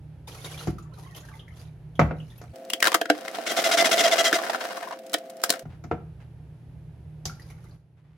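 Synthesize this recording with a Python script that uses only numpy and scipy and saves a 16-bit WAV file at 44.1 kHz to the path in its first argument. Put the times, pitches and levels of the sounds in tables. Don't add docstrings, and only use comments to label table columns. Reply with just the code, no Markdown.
import sys
import numpy as np
from scipy import signal
from scipy.fft import rfft, irfft, next_fast_len
from scipy.io import wavfile
from scipy.ndimage import uniform_filter1d, map_coordinates

SR = 44100
rng = np.random.default_rng(int(sys.argv[2]) if len(sys.argv) > 2 else 0)


def file_out(sig):
    cols = np.atleast_2d(sig).T
    lim = np.clip(cols, -1, 1)
    pcm = np.round(lim * 32767).astype(np.int16)
    wavfile.write(sys.argv[1], SR, pcm)


N = 360293
TIME = np.arange(N) / SR
FAST_FROM, FAST_TO = 2.535, 5.632

# start in seconds, length in seconds, level in dB, relative whine level in dB.
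CRANK_SURGES = [(3.464, 0.055, -26.7, -15), (3.566, 0.037, -22.5, -6), (3.64, .035, -20.5, -7),
                (3.713, .038, -20.5, -3), (3.772, 0.044, -19, -4), (3.845, 0.031, -19, -3),
                (3.912, 0.033, -19, -4.5), (3.979, 0.037, -19, -3), (4.036, 0.03, -20, 3.5),
                (4.075, .009, -22.5, -1.5), (4.113, 0.027, -18.5, -0.5), (4.181, 0.035, -19, -1),
                (4.242, 0.042, -18, -4.5), (4.331, 0.034, -22.5, -3.5)]
# frequency in Hz, width in Hz, relative level in dB.
LID_MODES = [(530, 21, -2), (598.4, 5.5, 1), (1460, 54, -14.5), (2014, 130, -9), (3203, 68, 0),
             (3640, 55, -4.5), (4030, 33, -12.5), (4897, 39, -8), (5480, 91, -14), (5900, 200, -14),
             (6400, 50, -21.5), (7200, 200, -20)]
# frequency in Hz, relative level in dB per Hz.
TEETH_SPECTRUM = [(100, -50), (217, -12.5), (589, -19), (662, -9.5), (923, -30.5), (1360, -11.5),
                  (1790, -11), (2020, -14), (2270, -16.5), (3220, -11), (4490, -16.5), (5910, -13.5),
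                  (16000, -35.5)]
# frequency in Hz, relative level in dB per Hz.
PLASTIC_SPECTRUM = [(100, -68.5), (300, -8), (900, -5.5), (1700, -2), (3200, -3), (5500, -9), (9000, -18.5),
                    (16000, -31.5)]
# share of the surge at which it peaks,
# half width as a share, frequency in Hz before the slide, width in Hz, relative level in dB.
SLIDING_RINGS = [(.35, 0.18, 3350, 140, -6.5), (0.29, 0.25, 2100, 120, -10.5), (0.69, .2, 3560, 110, -11.5)]
# multiple of the tooth rate, relative level in dB.
WHINE_OVERTONES = [(1, -1), (2, -9.5), (3, -8.5)]


def gears(end_hz=662, sag=.075, jitter=0.016, rise=.004, fall=0.0037, smear_s=.005, buzz_db=-12.0,
          rasp_db=-6, whine_db=-2, whine_fall=.006, slip_db=-2, glide=.15):
    progress, pace, whine_gain, lag = np.zeros(N), np.ones(N), np.zeros(N), np.zeros(N)
    slips = []
    for s, length, db, surge_whine_db in CRANK_SURGES:
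        now = TIME > s - rise
        a, b, c, d = rng.uniform(-1, 1, 4)
        progress[now] = np.clip((TIME[now] - s) / length, 0, 1)
        pace[now], lag[now], whine_gain[now] = 1 + .025 * a, .22 * b, amp(surge_whine_db)
        slips += [(s + length * at, .001, db + slip_db) for at in (0, .35 + .15 * c, .75 + .15 * d)]
    early = 1 - progress
    pushes = [row[:3] for row in CRANK_SURGES]

    tooth_hz = end_hz * pace * (1 + sag * early ** 2) * (1 + jitter * wobble(260))
    turns = np.cumsum(tooth_hz) / SR
    impacts = unit(np.diff(np.floor(turns), prepend=0) * amp(3 * rng.standard_normal(N)))

    dispersion = lambda f: np.exp(-2j * np.pi * smear_s * np.sqrt(1000 * f))
    scrape = unit(np.exp(-(turns % 1) / 0.5) * rng.standard_normal((2, N)))
    clicks = filtered(impacts - impacts.mean(), dispersion)
    rasp = stereo(scrape + [[.7], [0]] * clicks, TEETH_SPECTRUM)

    shell = lambda modes: filtered(clicks + .5 * scrape, lambda f: resonances(modes, f))
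    mode_groups = np.array_split(np.array(LID_MODES), 6)
    buzz = unit(sum(amp(4.5 * wobble(60)) * shell(modes) for modes in mode_groups))

    slide = (1 + glide * (early - .5)) * pace ** 2
    blooms = np.zeros(N)
    for at, span, hz, width, db in SLIDING_RINGS:
        uneven = amp(3 * wobble(14))
        swell = np.exp(-((progress - at - lag) / span) ** 2)
        blooms += amp(db) * uneven * swell * moving_ring(hz * slide, width)

    grip = amp(2.2 * wobble(150))
    bite = amp(buzz_db) * buzz + amp(rasp_db + 2 * early) * grip * rasp + blooms

    tone = np.zeros(N)
    for k, db in WHINE_OVERTONES:
        tone += amp(db + 2.5 * wobble(90)) * np.sqrt(2) * np.sin(2 * np.pi * round(k) * turns)
    whine = whine_gain * amp(whine_db - 14 * early) * tone
    catch = strokes(slips, rise=0.0003, fall=0.0025) * noise(PLASTIC_SPECTRUM)
    return strokes(pushes, rise, fall) * bite + strokes(pushes, rise, whine_fall) * whine + catch


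SPIN_UP_S, COAST_FROM, STOP_AT = 0.017, 4.045, 5.01


def basket_speed():
    run_up = 1 - np.exp(-np.maximum(TIME - CRANK_SURGES[0][0], 0) / SPIN_UP_S)
    return run_up * np.clip((STOP_AT - TIME) / (STOP_AT - COAST_FROM), 0, 1)


RUB_DB, HISS_DB, COAST_HISS_DB = -30, -36.5, -1
HANDS_DB, HANDS_HISS_DB = -58.5, -65
# start in seconds, length in seconds, relative level in dB.
PLASTIC_SLIDES = [(2.83, 0.044, -31), (3.13, 0.18, -44.5), (3.33, 0.14, -39), (5.436, 0.016, -37),
                  (5.51, 0.048, -46)]
# frequency in Hz, relative level in dB per Hz.
RUB_SPECTRUM = [(120, -49), (217, -13.5), (516, -4.5), (602, -8), (670, 2.5), (941, -14), (1520, -10.5),
                (2200, -14.5), (6000, -23.5), (9000, -70)]
# frequency in Hz, relative level in dB per Hz.
SPRAY_SPECTRUM = [(2500, -6.5), (5000, -4), (9000, -6.5), (15500, -13.5)]


def basket(slide_hiss_db=-10, coast_rub_db=2):
    speed, hands = basket_speed(), fast_motion()
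    slides = strokes(PLASTIC_SLIDES, rise=0.015, fall=0.025)
    coasting = np.clip((TIME - COAST_FROM) / 0.067 + 1, 0, 1)
    rub = amp(RUB_DB + coast_rub_db * coasting) * speed + amp(HANDS_DB) * hands + slides
    spray_hiss = amp(HISS_DB + COAST_HISS_DB * coasting) * speed
    hiss = spray_hiss + amp(HANDS_HISS_DB) * hands + amp(slide_hiss_db) * slides
    sway = amp(1.2 * wobble(35)) * chatter(rate=240, decay=.002, steady=1.1)
    scrape = rub * grains(RUB_SPECTRUM, rate=2500, spread_db=1)
    spray = hiss * grains(SPRAY_SPECTRUM, rate=3000, spread_db=2)
    return sway * (scrape + spray)


# start in seconds, length in seconds,
# relative level in dB, ring in Hz, edge level in dB.
BASKET_RATTLES = [(4.387, 0.0067, -26, 1136, -4.5), (4.434, 0.013, -30, 1677, -5),
                  (4.464, 0.011, -31, 1487, -5), (4.495, 0.009, -28, 850, -4.5),
                  (4.532, 0.0054, -31.5, 1690, -6), (4.545, 0.0062, -30.5, 1400, -7.5),
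                  (4.604, 0.012, -32, 1490, 0), (4.638, .005, -34.5, 800, -8),
                  (4.651, .008, -33, 1700, -9.5), (4.7, .007, -32.5, 1490, -4.5),
                  (4.714, 0.0055, -32.5, 1540, -6), (4.77, 0.017, -38.5, 1100, -9.5),
                  (4.822, 0.018, -33.5, 900, -9), (4.872, 0.01, -37, 1000, -18),
                  (4.908, 0.0046, -30.5, 990, -15), (4.923, 0.0033, -28.5, 1090, -7.5)]
# frequency in Hz, relative level in dB per Hz.
RIM_SPECTRUM = [(500, -22.5), (950, 5.5), (1300, -6), (1800, -0.5), (3500, -45), (12000, -50)]


def rattles(rise=0.0022, fall=0.0095, ring_db=-4.0, rim_db=-4.5, body_db=-7):
    out, t = np.zeros((2, N)), np.arange(SR // 10) / SR
    for s, length, db, hz, edge_db in BASKET_RATTLES:
        touch = np.clip(t / rise, 0, 1) * np.exp(-np.maximum(t - length + fall / 2, 0) / fall)
        spot = amp(ring_db) * ring(hz, width=0.076, size=len(t))
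        rim = amp(rim_db) * noise(RIM_SPECTRUM, size=len(t))
        body = amp(body_db) * ring(670, width=0.091, size=len(t))
        edge = amp(edge_db) * noise(PLASTIC_SPECTRUM, size=len(t))
        add(out, s, amp(db) * touch * (spot + rim + body + edge))
    return out * amp(2.5 * wobble(220))


# contact in seconds, relative level in dB, edge level in dB, ring in Hz.
LID_CLACKS = [(2.7004, -17.5, -1.5, 2950), (2.7338, -10, -3.5, 3080), (2.803, -22.5, 1.5, 2270),
              (2.826, -1.5, -7, 1780), (2.842, -9.5, -5, 1788), (2.853, -9, -7, 1700),
              (2.862, -10, -7.5, 1550), (2.8705, -4, -7, 1544), (2.879, -8, -7.5, 1060),
              (2.9178, -12, -9, 1080), (2.928, -13, -19.5, 1078), (2.9429, -8.5, -0.5, 1507),
              (2.946, -4.5, -3.5, 1065), (2.954, -14, -6.5, 1573), (3.0133, -9.5, -12, 1671),
              (3.056, -19.5, -17.5, 1660), (3.0998, -1, -18.5, 1550), (3.2805, -19, -10, 2000),
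              (3.3484, -22.5, -9, 3550), (3.3857, -24, -20.5, 830), (3.81, -10.5, -8, 4960),
              (4.169, -17, -9, 1446), (4.3279, -7.5, -10.5, 1548), (5.1398, -8.5, -4, 3360),
              (5.1446, -11, -12.5, 1670), (5.437, -13.5, 6.5, 1460), (5.4939, -15.5, -1, 4570),
              (5.5023, -8, 3.5, 4080), (5.524, -20, -1, 1590), (5.537, -23, -5.5, 1501)]


def clacks(snap_t60=0.018, edge_t60=0.018, attack=0.0012, lead=0.0035, spot_db=-5.5, shell_db=2):
    out, clock = np.zeros((2, N)), np.arange(-SR // 100, SR // 8) / SR
    t, size = np.maximum(clock, 0), len(clock)
    onset = 1 - np.exp(-t / attack)
    graze = amp(-26.0) * np.exp(-np.abs(clock) / lead)
    for s, db, edge_db, hz in LID_CLACKS:
        spot = amp(spot_db) * ring(hz, width=.16, size=size) * fade(t, .026)
        snap = amp(-5.5) * noise(PLASTIC_SPECTRUM, size=size) * fade(t, snap_t60) + spot
        edge = amp(edge_db) * noise(SPRAY_SPECTRUM, size=size) * fade(t, edge_t60)
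        strike = onset * noise(PLASTIC_SPECTRUM, size=size) * fade(t, .011)
        shell = amp(shell_db) * filtered(strike, lambda f: resonances(LID_MODES, f))
        hit = (onset + graze) * (snap + edge) + shell
        add(out, s + clock[0], amp(db) * hit)
    return out


# start in seconds, relative level in dB, favoured Hz.
SPINNER_BUMPS = [(2.737, -29.5, 282), (2.872, -18, 587), (2.921, -25.5, 480), (2.946, -11, 500.4),
                 (3.014, -15.5, 540), (3.058, -30, 300), (3.1007, -3.5, 469.7), (3.3857, -20, 610),
                 (4.3285, -14.5, 347.2), (5.1435, -16, 500), (5.503, -21.5, 680)]
# mean frequency in Hz, relative level in dB, t60 in seconds,
# radians by which the left leads.
HOLLOW_MODES = [(312, -6, 0.11, 0.38), (490, -6, 0.055, 0.36), (666, 4, 0.026, .2)]


def bumps(reach_octaves=.7, attack=0.001, thump_db=-13, thump_t60=0.056):
    out, t = np.zeros((2, N)), np.arange(SR // 5) / SR
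    sides = np.array([[.5], [-.5]])
    for s, db, hz in SPINNER_BUMPS:
        body = np.zeros((2, len(t)))
        for f, level, t60, lead in HOLLOW_MODES:
            nearness = np.exp(-(np.log2(f / hz) / reach_octaves) ** 2 / 2)
            tone = np.sin(2 * np.pi * f * rng.normal(1, .012) * t + sides * lead)
            body += amp(level) * nearness * tone * fade(t, t60)
        thump = amp(thump_db) * ring(hz, width=.3, size=len(t)) * fade(t, thump_t60)
        add(out, s, amp(db) * (body + thump) * (1 - np.exp(-t / attack)))
    return out


TICK_PER_S, TICK_DB = 14, -34.5
# start in seconds, relative level in dB.
FINGER_TICKS = [(5.065, -32.5), (5.132, -15.5), (5.183, -31), (5.298, -32.5), (5.445, -16), (5.593, -26.5)]


def ticks(t60=0.02):
    out, t = np.zeros((2, N)), np.arange(SR // 20) / SR
    light = [(s, TICK_DB + 4 * a) for s, a, _ in scattered(FAST_FROM, FAST_TO, TICK_PER_S)]
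    for s, db in FINGER_TICKS + light:
        touch = noise(SPRAY_SPECTRUM, size=len(t)) * fade(t, t60) * (1 - np.exp(-t / 0.00087))
        add(out, s, amp(db - 4.0) * touch)
    return out


# start in seconds, relative level in dB,
# counter boom in dB, flexing base in dB, its pitch in Hz, edge in dB, all three relative.
BOWL_THUDS = [(0.672, -20, -5.5, 6, 267, -21.5), (1.993, 0, -17, -19, 230, -35.5),
              (2.013, -9, -10, -13, 234, -49), (2.109, -21, -16, 1, 430, -55),
              (2.414, -32, -20, -18, 300, -20), (2.438, -34.5, -18, -27, 300, -27),
              (5.654, -36.5, 2.5, 0.5, 265, -30), (5.839, -30, -5.5, -0.5, 265, -23),
              (5.9126, -14.5, -15.5, -0.5, 331, -41), (7.254, -29, -4, -24, 269, 2)]
# mean frequency in Hz, mean relative level in dB, t60 in seconds.
BOWL_MODES = [(92, -8, 0.13), (154.5, 1.5, 0.34), (699.5, 8.5, 0.027), (710, -4, 0.11), (779, -15.5, 0.047),
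              (1298, -8, 0.039), (1610, -25.5, 0.1), (2102, -15.5, 0.13), (2330, -20, 0.13)]
# frequency in Hz, relative level in dB per Hz.
KNOCK_SPECTRUM = [(88, -48.5), (160, -7), (370, -13.5), (680, -3), (1030, -14), (1300, -8), (1500, -14),
                  (2370, -21.5), (6340, -50), (9000, -81.5)]


def thuds(knock_t60=0.08, edge_t60=0.076, flex_t60=0.13, boom_t60=0.26, boom_rise=0.0063, boom_below_hz=220):
    out, t = np.zeros((2, N)), np.arange(SR * 3 // 4) / SR
    boom_spectrum = [(20, -32.5), (35, -11.0), (70, 3), (200, -6), (350, -21.0), (900, -60.0)]
    edge_spectrum = [(1500, -23.5), (5000, -0.5), (7000, -2.0), (9000, -27.0), (13000, -11.0), (16000, -38.0)]
    for s, db, boom_db, flex_db, flex_hz, edge_db in BOWL_THUDS:
        modes = []
        for hz, level, t60 in BOWL_MODES:
            gain = amp(level + rng.normal(0, 0.65))
            tone = np.sin(2 * np.pi * hz * rng.normal(1, 0.0059) * t)
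            modes.append((hz, gain * tone * fade(t, t60)))
        wall = amp(-16.0) * sum(mode for hz, mode in modes if hz > boom_below_hz)
        counter = sum(mode for hz, mode in modes if hz <= boom_below_hz)
        counter = counter + amp(-1.0) * noise(boom_spectrum, size=len(t)) * fade(t, boom_t60)
        boom = amp(boom_db) * counter * (1 - np.exp(-t / boom_rise)) ** 2
        knock = amp(-10.0) * noise(KNOCK_SPECTRUM, size=len(t)) * fade(t, knock_t60)
        crack = amp(-14.5) * ring(1500, width=.5, size=len(t)) * fade(t, 0.013)
        flex = amp(flex_db - 7.5) * ring(flex_hz, width=0.54, size=len(t)) * fade(t, flex_t60)
        flex = flex * (1 - np.exp(-t / 0.0023))
        edge = amp(edge_db) * noise(edge_spectrum, size=len(t)) * fade(t, edge_t60)
        contact = 1 - np.exp(-(t / .0007) ** 2)
        add(out, s, amp(db) * contact * (wall + knock + crack + flex + edge + boom))
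    return out


POUR_RISE_S, POUR_FALL_S = 0.0076, 0.0056
GURGLE_AT, GURGLE_WIDTH_S, GURGLE_DB = 1.12, 0.37, -56.5
# start in seconds, length in seconds, relative level in dB.
POUR_SWELLS = [(.27, 0.44, -48), (.271, 0.022, -47.5), (.343, 0.0068, -45), (.44, 0.026, -42),
               (.495, 0.059, -50), (.573, 0.067, -45.5), (1.16, 0.024, -47.5), (7.25, 0.0099, -37.5)]
# start in seconds, length in seconds, relative level in dB,
# typical drop pitch in Hz.
RIM_DRIBBLES = [(.92, 0.45, -61.5, 2640), (1.476, 0.2, -62.5, 3010), (2.15, 0.38, -63.5, 3300),
                (7.291, 0.45, -65.5, 1585)]
# start in seconds, relative level in dB, initial pitch of the trapped bubble in Hz,
# relative splash level in dB.
LOUD_DROPS = [(.274, -36, 910, -4), (.348, -40.5, 1330, 0), (.445, -30.5, 3680, -4.5),
              (.516, -37, 3300, -7.5), (.575, -31.5, 3360, -7), (0.59, -35.5, 4030, -4.5),
              (.607, -38, 1350, -5.5), (0.783, -33, 1250, -8), (0.825, -50.5, 6950, -1.5),
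              (.936, -49, 4050, 0.5), (.984, -39, 900, -9), (1.147, -35, 3100, -4),
              (1.16, -39.5, 11800, -8.5), (1.177, -40.5, 3280, -4.5), (1.204, -43.5, 6700, -11.5),
              (1.286, -37.5, 1630, -6), (1.313, -41, 1190, -16), (1.337, -43.5, 2050, -8.5),
              (1.394, -34, 3230, -15), (1.48, -40, 1980, -12), (1.595, -44.5, 4820, -1),
              (1.953, -41, 3240, -8), (2.201, -38.5, 2950, -16), (2.301, -44.5, 3490, -7.5),
              (2.378, -43, 11700, -11), (7.259, -27, 5180, -3.5), (7.277, -40, 2210, -4.5),
              (7.296, -31, 1376, -9), (7.396, -42, 1930, -2), (7.418, -42, 4780, -5.5),
              (7.501, -40.5, 2140, -1), (7.64, -45.5, 1334, -5.5), (7.709, -51, 4450, -17.5)]
# frequency in Hz, relative level in dB per Hz.
SPLASH_SPECTRUM = [(180, -27.5), (300, -1), (587, 0.5), (1020, -7), (1350, -9), (1880, -11.5), (6510, -9.5),
                   (7920, -22), (10800, -8), (15000, -29)]


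def water(bubble_t60=0.047, rise=.5, dribble_patter_db=-2, bubble_db=-6, splat_db=-7.0, splat_t60=0.098):
    stream = strokes(POUR_SWELLS, POUR_RISE_S, POUR_FALL_S)
    dribble = strokes([row[:3] for row in RIM_DRIBBLES], rise=0.032, fall=.03)
    spurts = amp(1.2 * wobble(50) + 1 * wobble(18))
    dribble = dribble * amp(2 * wobble(16))
    spatter = chatter(rate=45, decay=.014, steady=.9)
    flow = amp(-4) * stream * spurts + amp(dribble_patter_db) * dribble * spatter
    patter = flow * grains(SPLASH_SPECTRUM, rate=9000, spread_db=3)
    fizz = amp(-8.0) * stream * spurts * bubbles(rate=830, centre_hz=3460, spread=0.58, cycles=30)

    plinks = np.zeros((2, N))
    for s, length, db, hz in RIM_DRIBBLES:
        run = strokes([(s, length, db)], rise=.03, fall=.03)
        plinks += amp(-3) * run * bubbles(rate=250, centre_hz=hz, spread=.45, cycles=13)

    swell = np.exp(-((TIME - GURGLE_AT) / GURGLE_WIDTH_S) ** 2)
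    gurgle = amp(GURGLE_DB) * swell * bubbles(rate=350, centre_hz=1137, spread=0.51, cycles=23)

    drops, t = np.zeros((2, N)), np.arange(SR // 7) / SR
    for s, db, hz, splash_db in LOUD_DROPS:
        bubble = np.sin(2 * np.pi * hz * t * (1 + rise * t)) * fade(t, bubble_t60)
        sink_ring = amp(-4) * ring(hz, width=0.13, size=len(t))
        splash = amp(splash_db) * noise(SPLASH_SPECTRUM, size=len(t))
        splat = (sink_ring + splash) * fade(t, splat_t60)
        drop = amp(bubble_db) * bubble + amp(splat_db) * splat
        add(drops, s, amp(db) * drop * (1 - np.exp(-t / .0012)))
    return patter + fizz + plinks + gurgle + drops


# start in seconds, length in seconds, level in dB.
LEAF_RUSTLES = [(5.69, 0.058, -57), (6.195, .03, -57), (7.965, 0.038, -69.5), (8.035, 0.15, -71)]
# frequency in Hz, relative level in dB per Hz.
LEAF_SPECTRUM = [(300, 3.5), (1900, -1), (3000, -7), (15000, -35)]


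def lettuce():
    return strokes(LEAF_RUSTLES, rise=.012, fall=.025) * grains(LEAF_SPECTRUM, rate=4000, spread_db=2)


QUIETER_FROM = 7.77
# frequency in Hz, relative level in dB.
HUM_LINES = [(118.4, -50.5), (151.5, -51)]
# frequency in Hz, relative level in dB.
FAST_HUM_LINES = [(527.6, -47), (655, -49.5), (692, -53.5)]
# frequency in Hz, relative level in dB per Hz.
AIR_SPECTRUM = [(20, -17.5), (86, -3.5), (112, -24.5), (154, -0.5), (176, -13.5), (202, -24), (293, -22),
                (558, -30), (903, -34), (1090, -42), (1540, -40.5), (2600, -45), (3600, -49.5), (8100, -60),
                (10900, -52.5), (15000, -71)]
# frequency in Hz, relative level in dB per Hz.
FAST_AIR_SPECTRUM = [(70, -46), (214, -9.5), (471, -9.5), (526, -6.5), (587, -19.5), (680, -1),
                     (930, -29.5), (1790, -25.5), (2720, -30), (5480, -41), (15000, -41.5)]


def background():
    def hum(lines):
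        total = np.zeros(N)
        for hz, db in lines:
            level = amp(db + 1.3 * wobble(6)) * np.sqrt(2)
            total += level * np.sin(2 * np.pi * hz * TIME + .35 * wobble(9))
        return total

    normal = amp(1) * hum(HUM_LINES) + amp(-46.5) * noise(AIR_SPECTRUM)
    hurried = amp(0.5) * hum(FAST_HUM_LINES) + amp(-48.5) * noise(FAST_AIR_SPECTRUM)
    share = fast_motion()
    quieter = amp(np.interp(TIME, [QUIETER_FROM - .01, QUIETER_FROM + 0.0046], [0, -10]))
    balance = amp([[-.8], [.8]])
    return share * hurried + (1 - share) * quieter * normal * balance


def fast_motion():
    inside = (TIME > FAST_FROM) & (TIME < FAST_TO)
    return uniform_filter1d(inside.astype(float), size=256)


# frequency in Hz, left minus right in dB.
LID_LEAN = [(200, 0), (700, -3.5), (1290, 6.5), (2400, 3.5), (4400, -0.5), (8000, 2.5), (15000, 5)]


def leftward(x, share):
    sides = np.array([[.5], [-.5]])
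    return filtered(x, lambda hz: amp(share * along(LID_LEAN, hz) * sides))


# frequency in Hz, relative level in dB per Hz.
WHITE_SPECTRUM = [(100, 0), (10000, 0)]
# frequency in Hz, t60 in seconds at speed 1.
KITCHEN_DECAY = [(100, 0.6), (500, 0.33), (2000, 0.33), (10000, 0.26)]


def room(x, speed):
    hz, t, z = signal.stft(noise(WHITE_SPECTRUM, size=SR // 2), SR, nperseg=256)
    decay = fade(t * speed, along(KITCHEN_DECAY, hz)[:, None])
    tail = signal.istft(z * decay, SR, nperseg=256)[1]
    return signal.fftconvolve(x, tail / np.linalg.norm(tail[0]), axes=1)[:, :N]


def amp(db):
    return 10 ** (np.asarray(db) / 20)


def unit(x):
    return x / np.sqrt(np.mean(x ** 2) + 1e-20)


def along(points, hz):
    f, v = np.transpose(points)
    return np.interp(np.log(hz + 1), np.log(f + 1), v)


def wobble(rate):
    return map_coordinates(rng.standard_normal(int(N * rate / SR) + 4), [TIME * rate])


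def filtered(x, response):
    n = x.shape[-1]
    m = next_fast_len(n + SR // 4)
    return irfft(rfft(x, m) * response(np.fft.rfftfreq(m, 1 / SR)), m)[..., :n]


# frequency in Hz, left-right likeness from 0 to 1.
SIDE_LIKENESS = [(150, 0.96), (600, 0.87), (1400, 0.47), (4000, 0.25), (14000, 0.17)]


def stereo(pair, spectrum):
    turn = lambda hz: np.arccos(np.clip(along(SIDE_LIKENESS, hz), -1, 1)) / 2
    weights = lambda hz: amp(along(spectrum, hz)) * [np.cos(turn(hz)), np.sin(turn(hz))]
    mid, side = filtered(pair, weights)
    return unit(np.array([mid + side, mid - side]))


def noise(spectrum, size=N):
    return stereo(rng.standard_normal((2, size)), spectrum)


def grains(spectrum, rate, spread_db):
    levels = amp(spread_db * np.clip(rng.standard_normal(N), -2, 2))
    sizes = (rng.random(N) < rate / SR) * levels
    return stereo(sizes * rng.standard_normal((2, N)), spectrum)


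def fade(t, t60):
    return np.exp(-np.log(1000) * t / t60)


def add(track, s, sound):
    part = track[..., round(s * SR):][..., :sound.shape[-1]]
    part += sound[..., :part.shape[-1]]


def ring(hz, width, size):
    band = lambda f: 1 / (1 + ((f - hz) / (width * hz)) ** 4)
    return unit(filtered(noise(WHITE_SPECTRUM, size=size), band))


def moving_ring(hz, width):
    phase = 2 * np.pi * np.cumsum(hz) / SR
    return unit(wobble(width) * np.sin(phase) + wobble(width) * np.cos(phase))


def resonances(modes, f):
    return sum(amp(db) * 1j * f * w / (c * c - f * f + 1j * f * w) for c, w, db in modes)


def bubbles(rate, centre_hz, spread, cycles, size_db=4):
    count = int(rate * N / SR)
    when, t = rng.integers(0, N, count), np.arange(int(4 * cycles * SR / centre_hz)) / SR
    pitch, size, side = np.clip(rng.standard_normal((count, 3)), -2, 2).T
    phase = np.minimum(centre_hz * np.exp(spread * pitch), SR / 3)[:, None] * t
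    envelope = np.exp(-phase / cycles) * (1 - np.exp(-phase / 2)) * (1 - t / t[-1])
    pings = amp(size_db * size)[:, None] * np.sin(2 * np.pi * phase) * envelope
    index = (when[:, None] + np.arange(len(t))).ravel()
    channels = []
    for k in (1, -1):
        placed = pings * amp(10.0 * k * side)[:, None]
        channels.append(np.bincount(index, placed.ravel(), N)[:N])
    return unit(np.array(channels))


def chatter(rate, decay, steady):
    jolts = (rng.random(N) < rate / SR) * rng.uniform(0.36, 1, N)
    return unit(steady + unit(filtered(jolts, lambda f: 1 / (1 + 2j * np.pi * f * decay))))


def strokes(rows, rise, fall):
    gain, t = np.zeros(N), np.arange(SR) / SR
    for s, length, db in rows:
        add(gain, s, amp(db) * np.clip(t / rise, 0, 1) * np.exp(-np.maximum(t - length, 0) / fall))
    return gain


def scattered(start, end, rate):
    draws = rng.uniform(-1, 1, (64, 3))
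    times = start + (np.arange(len(draws)) + .5 + .4 * draws[:, 0]) / rate
    return [(s, a, b) for s, (_, a, b) in zip(times, draws) if s < end]


def scene():
    spinner = leftward(gears() + basket() + rattles(), share=1)
    knocks = leftward(clacks() + bumps() + ticks(), share=1.0)
    sink, bowl = water(), thuds()
    fast = spinner + knocks + room(amp(-8.5) * spinner + amp(-10.5) * knocks, speed=2.57)
    fast = filtered(fast, lambda hz: hz ** 4 / (hz ** 4 + 170 ** 4))
    normal = sink + bowl + lettuce() + room(amp(-6.5) * sink + amp(-9.5) * bowl, speed=1.0)
    return fast + normal + background()


TOP_HZ = 16100


def record(dry):
    limited = dry / (1 + (dry / .9) ** 8) ** (1 / 8)
    return filtered(limited, lambda hz: hz ** 4 / (hz ** 4 + 36 ** 4) * (hz < TOP_HZ))


dry = scene()
out = record(dry)
file_out(out)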